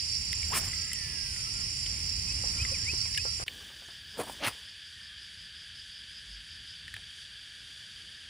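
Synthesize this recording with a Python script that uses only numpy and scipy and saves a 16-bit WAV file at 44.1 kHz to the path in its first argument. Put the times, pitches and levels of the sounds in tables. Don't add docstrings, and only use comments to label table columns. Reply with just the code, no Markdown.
import sys
import numpy as np
from scipy import signal
from scipy.fft import rfft, irfft, next_fast_len
from scipy.io import wavfile
from scipy.ndimage import uniform_filter1d

SR = 44100
rng = np.random.default_rng(int(sys.argv[2]) if len(sys.argv) > 2 else 0)


def dump_mix(stems):
    frames = np.atleast_2d(stems).T
    limited = np.clip(frames, -1, 1)
    pcm = np.round(limited * 32767).astype(np.int16)
    wavfile.write(sys.argv[1], SR, pcm)


def voltage_ratio(level):
    return 10 ** (np.asarray(level, float) / 20)


N = 365588
T = np.arange(N) / SR
FAST = next_fast_len(N)

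HILL_END_S, RIVER_START_S = 3.4405, 3.463
PORT_LAG_SAMPLES = 18

# (frequency [Hz], density [dB/Hz])
HILL_LOW_SPECTRUM = [(18, -52), (30, -11.5), (75, 0.5), (174, -13.5), (214, -20), (660, -33.5),
                     (916, -28.5), (1730, -27.5), (1880, -21), (2300, -19), (2940, -18.5), (3330, -23),
                     (4000, -28.5), (5200, -44), (8800, -120)]
# (frequency [Hz], density [dB/Hz])
HILL_LEAF_SPECTRUM = [(3530, -49), (6000, -47), (6510, -2.5), (6870, -3), (7110, -4), (7430, 1.5),
                      (7750, -4.5), (10300, 0), (11200, -11), (14600, -108), (22000, -120)]
# (frequency [Hz], density [dB/Hz])
HILL_SIDE_SPECTRUM = [(3530, -29), (6000, -4.5), (7400, -10.5), (7800, -41), (8300, -83), (10000, -11),
                      (14100, -24), (15200, -33.5), (16000, -86)]
# (frequency [Hz], density [dB/Hz])
RIVER_LOW_SPECTRUM = [(18, -27), (30, -20), (53, 0), (82, 0.5), (118, -5), (154, -9.5), (203, -11.5),
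                      (237, -16.5), (909, -28), (1200, -26), (1560, -42), (2640, -120)]
# (frequency [Hz], density [dB/Hz])
RIVER_HIGH_SPECTRUM = [(3180, -43), (5400, 1), (5700, -0.5), (6390, -4), (7660, -6), (8510, -6), (9620, -7),
                       (10000, -10), (10400, -5), (11400, -15), (12300, -27), (13800, -23.5), (16000, -49)]
# (frequency [Hz], share from ahead [0-1], share from aside [0-1])
LIKENESS = [(61, 1, 0.0015), (200, 0.81, 0.0091), (720, 0.04, 0.5), (2490, 0.086, 0.59), (6000, 0.35, 0.3),
            (15000, 0.1, 0.0032)]
# (time [s], level [dB])
GUST = [(0, -5), (.55, 3), (.9, -1), (1.36, 0), (1.79, -1), (2.2, 0.5), (2.53, 5.5), (2.9, 0), (3.3, -1),
        (3.44, 3)]
# (time [s], level [dB])
STIR = [(3.47, 16), (3.8, 9.5), (4.0, 5.5), (4.34, 16), (4.65, 0.5), (5.15, -3), (5.9, -2), (6.6, -2.5),
        (8.29, 2)]
# (time [s], level [dB], frequency [Hz], length [s])
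PUFFS = [
    (6.336, -46.5, 50, 0.15),
    (6.953, -46, 95, 0.037),
    (4.48, -38, 110, 0.026),
    (4.21, -46, 110, 0.026),
]

# (start [s], length [s], top level [dB], dip [Hz])
BIRD = [
    (2.27, 0.058, -51.5, 100),
    (2.736, .185, -38, 1040),
    (3.04, .18, -44, 958),
]
# (start [s], length [s], from [Hz], to [Hz], top level [dB])
CHIRPS = [
    (2.58, 0.055, 2260, 2650, -41.5),
    (2.712, 0.027, 525, 567, -48),
]
# (start [s], length [s], from [Hz], to [Hz], top level [dB])
FOWL = [(1.33, 0.1, 1384, 1330, -51), (1.43, 0.081, 1320, 1236, -48), (1.515, 0.13, 1400, 1345, -50),
        (2.55, 0.11, 1370, 1360, -48), (2.635, .075, 1290, 1100, -44), (2.99, .07, 1385, 1325, -52),
        (3.24, .11, 1353, 1310, -48), (.99, .07, 1400, 1360, -56)]
# (centre [Hz], width [Hz], level [dB], clicks [1/s], throbs [1/s], throb depth [0-1], first throb [s])
CHOIRS = [
    (1680, 344, -58, 110, 0, 0.1, 0),
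    (3256, 800, -51, 135, 0, 0.09, 0),
    (2330, 710, -65.5, 150, 0, 0.41, 0),
    (4670, 410, -54.5, 95, -1.5, 0.08, 0),
    (9600, 860, -72, 180, 9, 0.6, 9),
]
# (time [s], level [dB])
KATYDIDS = [(3.47, -85), (3.85, -55), (6.7, -53.5), (6.9, -69), (8.29, -61)]
# (start [s], end [s], strokes at the start [1/s])
CRICKET = [
    (.0073, .968, 30.41),
    (1.3255, 1.425, 30.2),
    (1.5242, 1.622, 30.62),
    (1.6875, 3.44, 30.695),
]
# (level [dB], pitch [Hz])
CRICKET_VOICE = [(-45.5, 7300), (-46.5, 7230), (-46, 7280), (-46, 7290)]
# (centre [Hz], width [Hz], level [dB])
CICADA_BODY = [(4832, 400, 0.5), (5168, 360, 2), (5415, 356, 0.5)]
# (time [s], level [dB])
CICADA_EFFORT = [(0, -35), (.3, -38), (1.2, -39.5), (1.4, -38), (2.0, -39), (2.6, -36.5), (3.44, -38.5)]

# (time [s], peak [dB], ring [Hz], crack [dB])
KNOCKS = [(1.925, -45, 371, -5), (2.437, -36.5, 476, -1.5), (2.934, -33, 350, -9.5),
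          (3.056, -37, 1020, -7.5), (3.251, -33, 506, -3.5), (3.397, -37.5, 420, 1),
          (3.415, -37, 790, -0.5), (3.604, -48, 1130, -4), (3.7, -49.5, 1180, -2), (3.819, -64, 937, 10),
          (3.885, -48, 342, -1), (4.192, -22.5, 500, -18), (6.965, -55.5, 810, 3.5)]
# (time [s], peak [dB], ring [Hz], crack [dB], bright snap [dB])
TICKS = [(0.3291, -22.5, 2060, -4, -7.5), (0.4294, -24.5, 2300, -11, -27), (0.7327, -25, 2030, -11, -25),
         (0.9168, -24, 2000, -13, -25), (0.9317, -30.5, 3060, -3, 6.5), (1.3628, -31, 1980, -10, -15),
         (1.8617, -27, 3050, -6, -24), (2.578, -33, 3040, -7, -9), (2.6214, -27, 3060, -9, -12),
         (2.6498, -20.5, 2040, -13, -25), (3.1472, -29.5, 2123, -2, -12), (3.1755, -18, 2860, -6, -10),
         (3.4801, -24, 2970, 2.5, -12.5), (4.4817, -20, 1340, -10, -16), (6.8802, -31, 1820, -4, -19),
         (6.9401, -26.5, 1790, -4.5, -13), (6.9646, -32, 1690, -3, -14)]
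# (start [s], length [s], from [Hz], to [Hz], top level [dB])
SPOOL = [(.6, .75, 1950, 1980, -55), (.7, .23, 1400, 1760, -59), (.94, .56, 1890, 1450, -50),
         (.72, .23, 1300, 1310, -64), (4.95, .19, 1874, 1680, -56), (4.98, .22, 1100, 1260, -76)]
# (start [s], length [s], from [Hz], to [Hz], top level [dB])
TIP = [
    (.516, .031, 850, 1500, -30.5),
    (.52, 0.0794, 487, 170, -42.5),
    (4.4335, 0.0077, 3600, 5500, -33),
    (3.171, 0.017, 1715, 1685, -28),
    (3.852, .018, 6300, 6600, -53),
]
# (start [s], hold [s], level [dB])
SLEEVES = [
    (.48, .13, -54),
    (4.18, .15, -55),
]
# (start of full speed [s], hold [s], whoosh [dB], whoosh pitch [Hz], line [dB])
SWEEPS = [
    (.528, 0.052, -36, 1040, -35),
    (.595, .09, -50, 900, -53),
    (4.196, .022, -32.5, 600, -43.5),
    (4.272, .03, -47, 800, -55),
    (4.428, .054, -37, 800, -33),
]
# (hill [dB], river [dB])
LINE_HISS_DB = (3.5, -4)
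# (hill [dB], river [dB])
FLAP_DB = (-5, 2)


def level(x, db):
    return x * voltage_ratio(db) / np.sqrt(np.mean(x ** 2))


def column(rows, k):
    return np.interp(T, *np.array(rows, float)[:, [0, k]].T)


def on_log(rows, k):
    hz = np.maximum(np.fft.rfftfreq(FAST, 1 / SR), 1)
    return np.interp(np.log(hz), np.log(np.array(rows)[:, 0]), np.array(rows)[:, k])


def walk(rate, size=N):
    hold = int(SR / rate)
    steps = np.repeat(rng.standard_normal(size // hold + 1), hold)
    return 1.3 * uniform_filter1d(uniform_filter1d(steps, hold), hold)[:size]


def band(x, hz, width_hz):
    b, a = signal.iirpeak(hz, hz / width_hz, SR)
    return signal.lfilter(b, a, signal.lfilter(b, a, x))


def steep(x, lo_hz, hi_hz):
    return signal.sosfilt(signal.butter(5, [lo_hz, hi_hz], "band", fs=SR, output="sos"), x)


def colour(x, spectrum, db):
    return level(irfft(x * voltage_ratio(on_log(spectrum, 1)), FAST)[..., :N], db)


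def ports(x, pan_db=0, lag=PORT_LAG_SAMPLES):
    return np.array([x * voltage_ratio(pan_db / 2), np.roll(x, lag) * voltage_ratio(-pan_db / 2)])


def clicks(rate, jitter, scatter_db):
    chance = rng.standard_normal((int(2 * rate * N / SR), 2))
    at = np.cumsum(SR / rate * np.exp(jitter * chance[:, 0])).astype(int)
    size = voltage_ratio(scatter_db * chance[:, 1]) * np.sign(chance[::-1, 1])
    x = np.zeros(N)
    x[at[at < N]] = size[at < N]
    return x


def glides(rows, peak, bend, rise_db, fall_db, db_per_khz=0):
    calls = []
    for start_s, length_s, from_hz, to_hz, db in rows:
        s = start_s + length_s * np.array([0, peak, 1])
        hz = from_hz + (to_hz - from_hz) * np.array([0, bend, 1])
        top_db = db + np.array([rise_db, 0, fall_db]) + db_per_khz / 1000 * (hz - hz.max())
        calls.append(np.transpose([s, hz, top_db]))
    return calls


def whistles(calls, wobble_hz, rough_db, partials=((1, 0),)):
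    out = np.zeros(N)
    for call in calls:
        s, hz, db = np.transpose(call)
        at = slice(int(s[0] * SR), int(s[-1] * SR))
        wobble, rough = [walk(84.0, size=SR)[:len(T[at])] for _ in range(2)]
        pitch = uniform_filter1d(np.interp(T[at], s, hz), size=200) + wobble_hz * wobble
        turn = 2 * np.pi * np.cumsum(pitch) / SR
        tone = sum(voltage_ratio(p_db) * np.sin(k * turn) for k, p_db in partials)
        tone = tone * signal.windows.tukey(len(turn), .15)
        out[at] += np.sqrt(2) * tone * voltage_ratio(np.interp(T[at], s, db) + rough_db * rough)
    return out


def hits(rows, lo_hz, hi_hz, t60_s, crack_s, trim_db):
    out, t = np.zeros(N), T[:4096]
    for (s, db, hz, crack_db, snap_db), noise in zip(rows, rng.standard_normal((len(rows), 4096))):
        ring = np.sin(2 * np.pi * hz * t) * voltage_ratio(-60 * t / max(t60_s, .004)) * np.minimum(t / 0.00084, 1)
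        burst = noise * np.exp(-t / crack_s)
        crack = voltage_ratio(crack_db) * 3 * steep(burst, lo_hz, hi_hz)
        snap = burst * np.exp(-t / 0.0045)
        snap = steep(snap, 7100, 11200) + .3 * steep(snap, 13700, 15600)
        start = int(s * SR)
        out[start:start + 4096] += voltage_ratio(db + trim_db) * (ring + crack + voltage_ratio(snap_db) * 3 * snap)
    return out


def air(spectrum, db, low_db, mid_db):
    ahead, aside = np.clip(on_log(LIKENESS, 1), 0, 1), np.clip(on_log(LIKENESS, 2), 0, 1)
    apart = np.clip(1 - ahead - aside, 0, 1)
    noise = rng.standard_normal((4, FAST))
    mix = np.sqrt(ahead) * rfft(noise[0]) + np.sqrt(aside) * rfft(ports(noise[1]))
    x = colour(mix + np.sqrt(apart) * rfft(noise[2:]), spectrum, db)
    low, mid = (signal.sosfiltfilt(signal.butter(2, hz, fs=SR, output="sos"), x) for hz in (220, 1600))
    flicker_db = 1.5 * walk(7.9)
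    rumble = low * voltage_ratio(low_db + flicker_db)
    middle = (mid - low) * voltage_ratio(mid_db + flicker_db / 2 + walk(11.0))
    return rumble + middle + (x - mid) * voltage_ratio(0.23 * walk(12))


def hiss(spectrum, db, swell_db):
    return colour(rfft(rng.standard_normal(FAST)), spectrum, db) * voltage_ratio(swell_db + 1.25 * walk(13))


def leaves(gust_db):
    centre = hiss(HILL_LEAF_SPECTRUM, -49.5, 0.43 * gust_db)
    centre = steep(steep(centre, 4200, 14000), 4000, 11200)
    return centre + hiss(HILL_SIDE_SPECTRUM, -49, 0.61 * gust_db) * np.array([[1], [-1]])


def glints():
    bands = []
    for hz in range(13700, 15700, 340):
        bands.append(steep(rng.standard_normal(N), hz, hz + 330) * (walk(22) > .15))
    return level(sum(bands), -69.5)


def wind_puffs():
    out = np.zeros(N)
    for s, db, hz, length_s in PUFFS:
        out += voltage_ratio(db) * np.exp(-((T - s) / (length_s / 2)) ** 2) * np.sin(2 * np.pi * hz * T)
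    return out


def choir(hz, width_hz, rate):
    singers = []
    for k in range(2):
        ribs = clicks(rate * (9 + 2 * k), .5, 2.96)
        singers.append(band(ribs, hz + 0.11 * width_hz * (2 * k - 1), width_hz))
    return level(sum(singers), 0)


def river_insects():
    out = 0
    for hz, width_hz, db, rate, throb_hz, depth, first_s in CHOIRS:
        pulse = 1 + depth * np.cos(2 * np.pi * throb_hz * (T - first_s))
        out = out + voltage_ratio(db + 0.27 * walk(5.4)) * pulse * choir(hz, width_hz, rate)
    pulse = (0.62 + 0.55 * np.cos(2 * np.pi * 5.44 * (T - 5.6))) * voltage_ratio(1.3 * walk(20))
    return out + pulse * voltage_ratio(column(KATYDIDS, 1)) * choir(4960, 440, 110)


def fowl():
    return whistles(glides(FOWL, .5, .5, -7, -5), 22, 3, partials=((1, -3), (.85, -20), (1.52, -20)))


def bird():
    base_hz, loud_hz, db_per_khz = 2630, 2430, 33
    u = np.linspace(0, 1, 24)
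    calls = []
    for start_s, length_s, db, dip_hz in BIRD:
        hz = base_hz + 90 * (u - .5) - dip_hz * np.sin(np.pi * u ** 0.79) ** 1.7
        faint_db = db_per_khz / 1000 * np.minimum(hz - loud_hz, 0)
        calls.append(np.transpose([start_s + length_s * u, hz, db + faint_db + 5 * (u - .8) - 9 * u ** 12]))
    return whistles(calls + glides(CHIRPS, 0.42, .5, -13, -12), 8.7, 0.6)


def cricket():
    tires = .285
    warm_s, warm_db, warm_hz = .06, -3.5, -120
    bout = np.maximum(np.searchsorted(np.array(CRICKET)[:, 0], T) - 1, 0)
    start, end, rate = np.array(CRICKET)[bout].T
    db, hz = np.array(CRICKET_VOICE, float)[bout].T
    age = T - start
    cold = np.exp(-age / warm_s)
    cycle = (rate * age - tires * age ** 2 / 2 + .03 * walk(9)) % 1 - .5
    pitch = hz + 25 * walk(14) + warm_hz * cold - 900 * np.clip(cycle, -.05, .3)
    tone = np.sin(2 * np.pi * np.cumsum(pitch) / SR)
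    stroke = level(np.exp(-(cycle / .19) ** 4) * voltage_ratio(1.5 * walk(30)) * tone, 0)
    stroke = stroke * voltage_ratio(db + warm_db * cold + 1.1 * walk(2.96)) * (T < end)
    echo = .2 * np.roll(stroke, int(0.0119 * SR))
    return ports(stroke + echo, pan_db=2.5, lag=5.2)


def cicada():
    stroke = np.cumsum(101 * (1 + .05 * walk(25))) / SR % 1
    near_ribs = clicks(1700, .5, 1.6) * (0.76 + np.exp(-stroke / 0.3))
    ribs = [near_ribs, clicks(3000, 0.48, 1.8), clicks(3100, .6, 2.3)]
    body = sum(voltage_ratio(db + .8 * walk(18)) * band(ribs, hz, width_hz) for hz, width_hz, db in CICADA_BODY)
    song = steep(body, 3840, 6200)
    near = ports(level(song[0], -1.5) * voltage_ratio(.6 * walk(25)), pan_db=-13)
    far = level(song[1:], 0) * voltage_ratio(np.array([[-2.5], [0]]))
    return (near + far) * voltage_ratio(column(CICADA_EFFORT, 1) + 1.3 * walk(16))


def knocks():
    return hits([(*row, -22) for row in KNOCKS], 390, 1750, t60_s=0.03, crack_s=0.018, trim_db=-2)


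def spool():
    return whistles(glides(SPOOL, .45, .6, -2, -2, db_per_khz=38), 9, 1.6)


def reel_ticks():
    return hits(TICKS, 1790, 3930, t60_s=0.025, crack_s=0.0032, trim_db=-3.5)


def cloth(stir_db):
    fibres = steep(clicks(7000, .8, 2.5), 13600, 15400)
    return level(fibres, -80 + stir_db - 2.2 * (T - RIVER_START_S)) * (T > RIVER_START_S)


def sweep(start_s, hold_s):
    before, after = np.maximum(start_s - T, 0), np.maximum(T - start_s - hold_s, 0)
    return voltage_ratio(np.maximum(-800 * after, -17 - 110 * after) - 700 * before)


def casts():
    grains = clicks(5000, .8, 1.1)
    crackle = level(band(grains, 2100, 2260), 0)
    bright = band(steep(grains, 3500, 12200), 9140, 4000) + .5 * steep(grains, 13840, 15400)
    sizzle = level(bright, 0) * voltage_ratio(2.2 * walk(140))
    flap = level(steep(clicks(1800, .8, 3.6), 150, 1290), -6)
    shed, flutter = walk(600), voltage_ratio(1.3 * walk(90))
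    rod = whistles(glides(TIP, .62, .45, -15, -12), 20, 2)
    line = sizzle * sum(voltage_ratio(db) * sweep(s, hold_s) for s, hold_s, db in SLEEVES)
    for s, hold_s, db, hz, line_db in SWEEPS:
        place = int(s > RIVER_START_S)
        pitch = hz * (1 + .3 * np.tanh((T - s - hold_s / 2) / .03))
        whoosh = level(shed * np.cos(2 * np.pi * np.cumsum(pitch) / SR), -4.5)
        rod = rod + flutter * (whoosh + flap * voltage_ratio(FLAP_DB[place])) * voltage_ratio(db) * sweep(s, hold_s)
        early = crackle * sweep(s + .18 * hold_s, hold_s * 0.8)
        late = sizzle * voltage_ratio(LINE_HISS_DB[place]) * sweep(s + .66 * hold_s, hold_s * 0.35)
        line = line + flutter * (early + late) * voltage_ratio(line_db)
    return rod, line


def scene():
    gust_db, stir_db = column(GUST, 1), column(STIR, 1)
    rod, line = casts()
    tackle = line + cloth(stir_db) + reel_ticks() + spool()
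    ground = knocks()

    hill = air(HILL_LOW_SPECTRUM, -42, 0.95 * gust_db + 0.19, 1.03 * gust_db + 0.27)
    hill = hill + leaves(gust_db) + glints() + cicada() + cricket()
    hill = hill + ports(fowl(), pan_db=3.5) + ports(bird() * voltage_ratio(6), pan_db=1, lag=2.8)
    hill = hill + ports(ground, pan_db=5.5, lag=16.3)
    hill = hill + ports(tackle, pan_db=1.0, lag=0.98) + ports(rod, pan_db=1.0, lag=9.9)

    river = air(RIVER_LOW_SPECTRUM, -61.5, 0.21 * stir_db + 1.5 * walk(3), 0.71 * stir_db - 0.3)[1]
    river = river + hiss(RIVER_HIGH_SPECTRUM, -60, 0.18 * stir_db)
    river = river + river_insects() + wind_puffs() + ground + tackle + rod

    hill_gain = np.clip((HILL_END_S - T) / 0.00073, .06, 1) * (T < RIVER_START_S)
    return hill * hill_gain + river * (T >= RIVER_START_S)


def top_cut(x):
    return signal.sosfilt(signal.butter(12, 16640, fs=SR, output="sos"), x)


def record(dry):
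    return top_cut(dry)


dry = scene()
out = record(dry)
dump_mix(out)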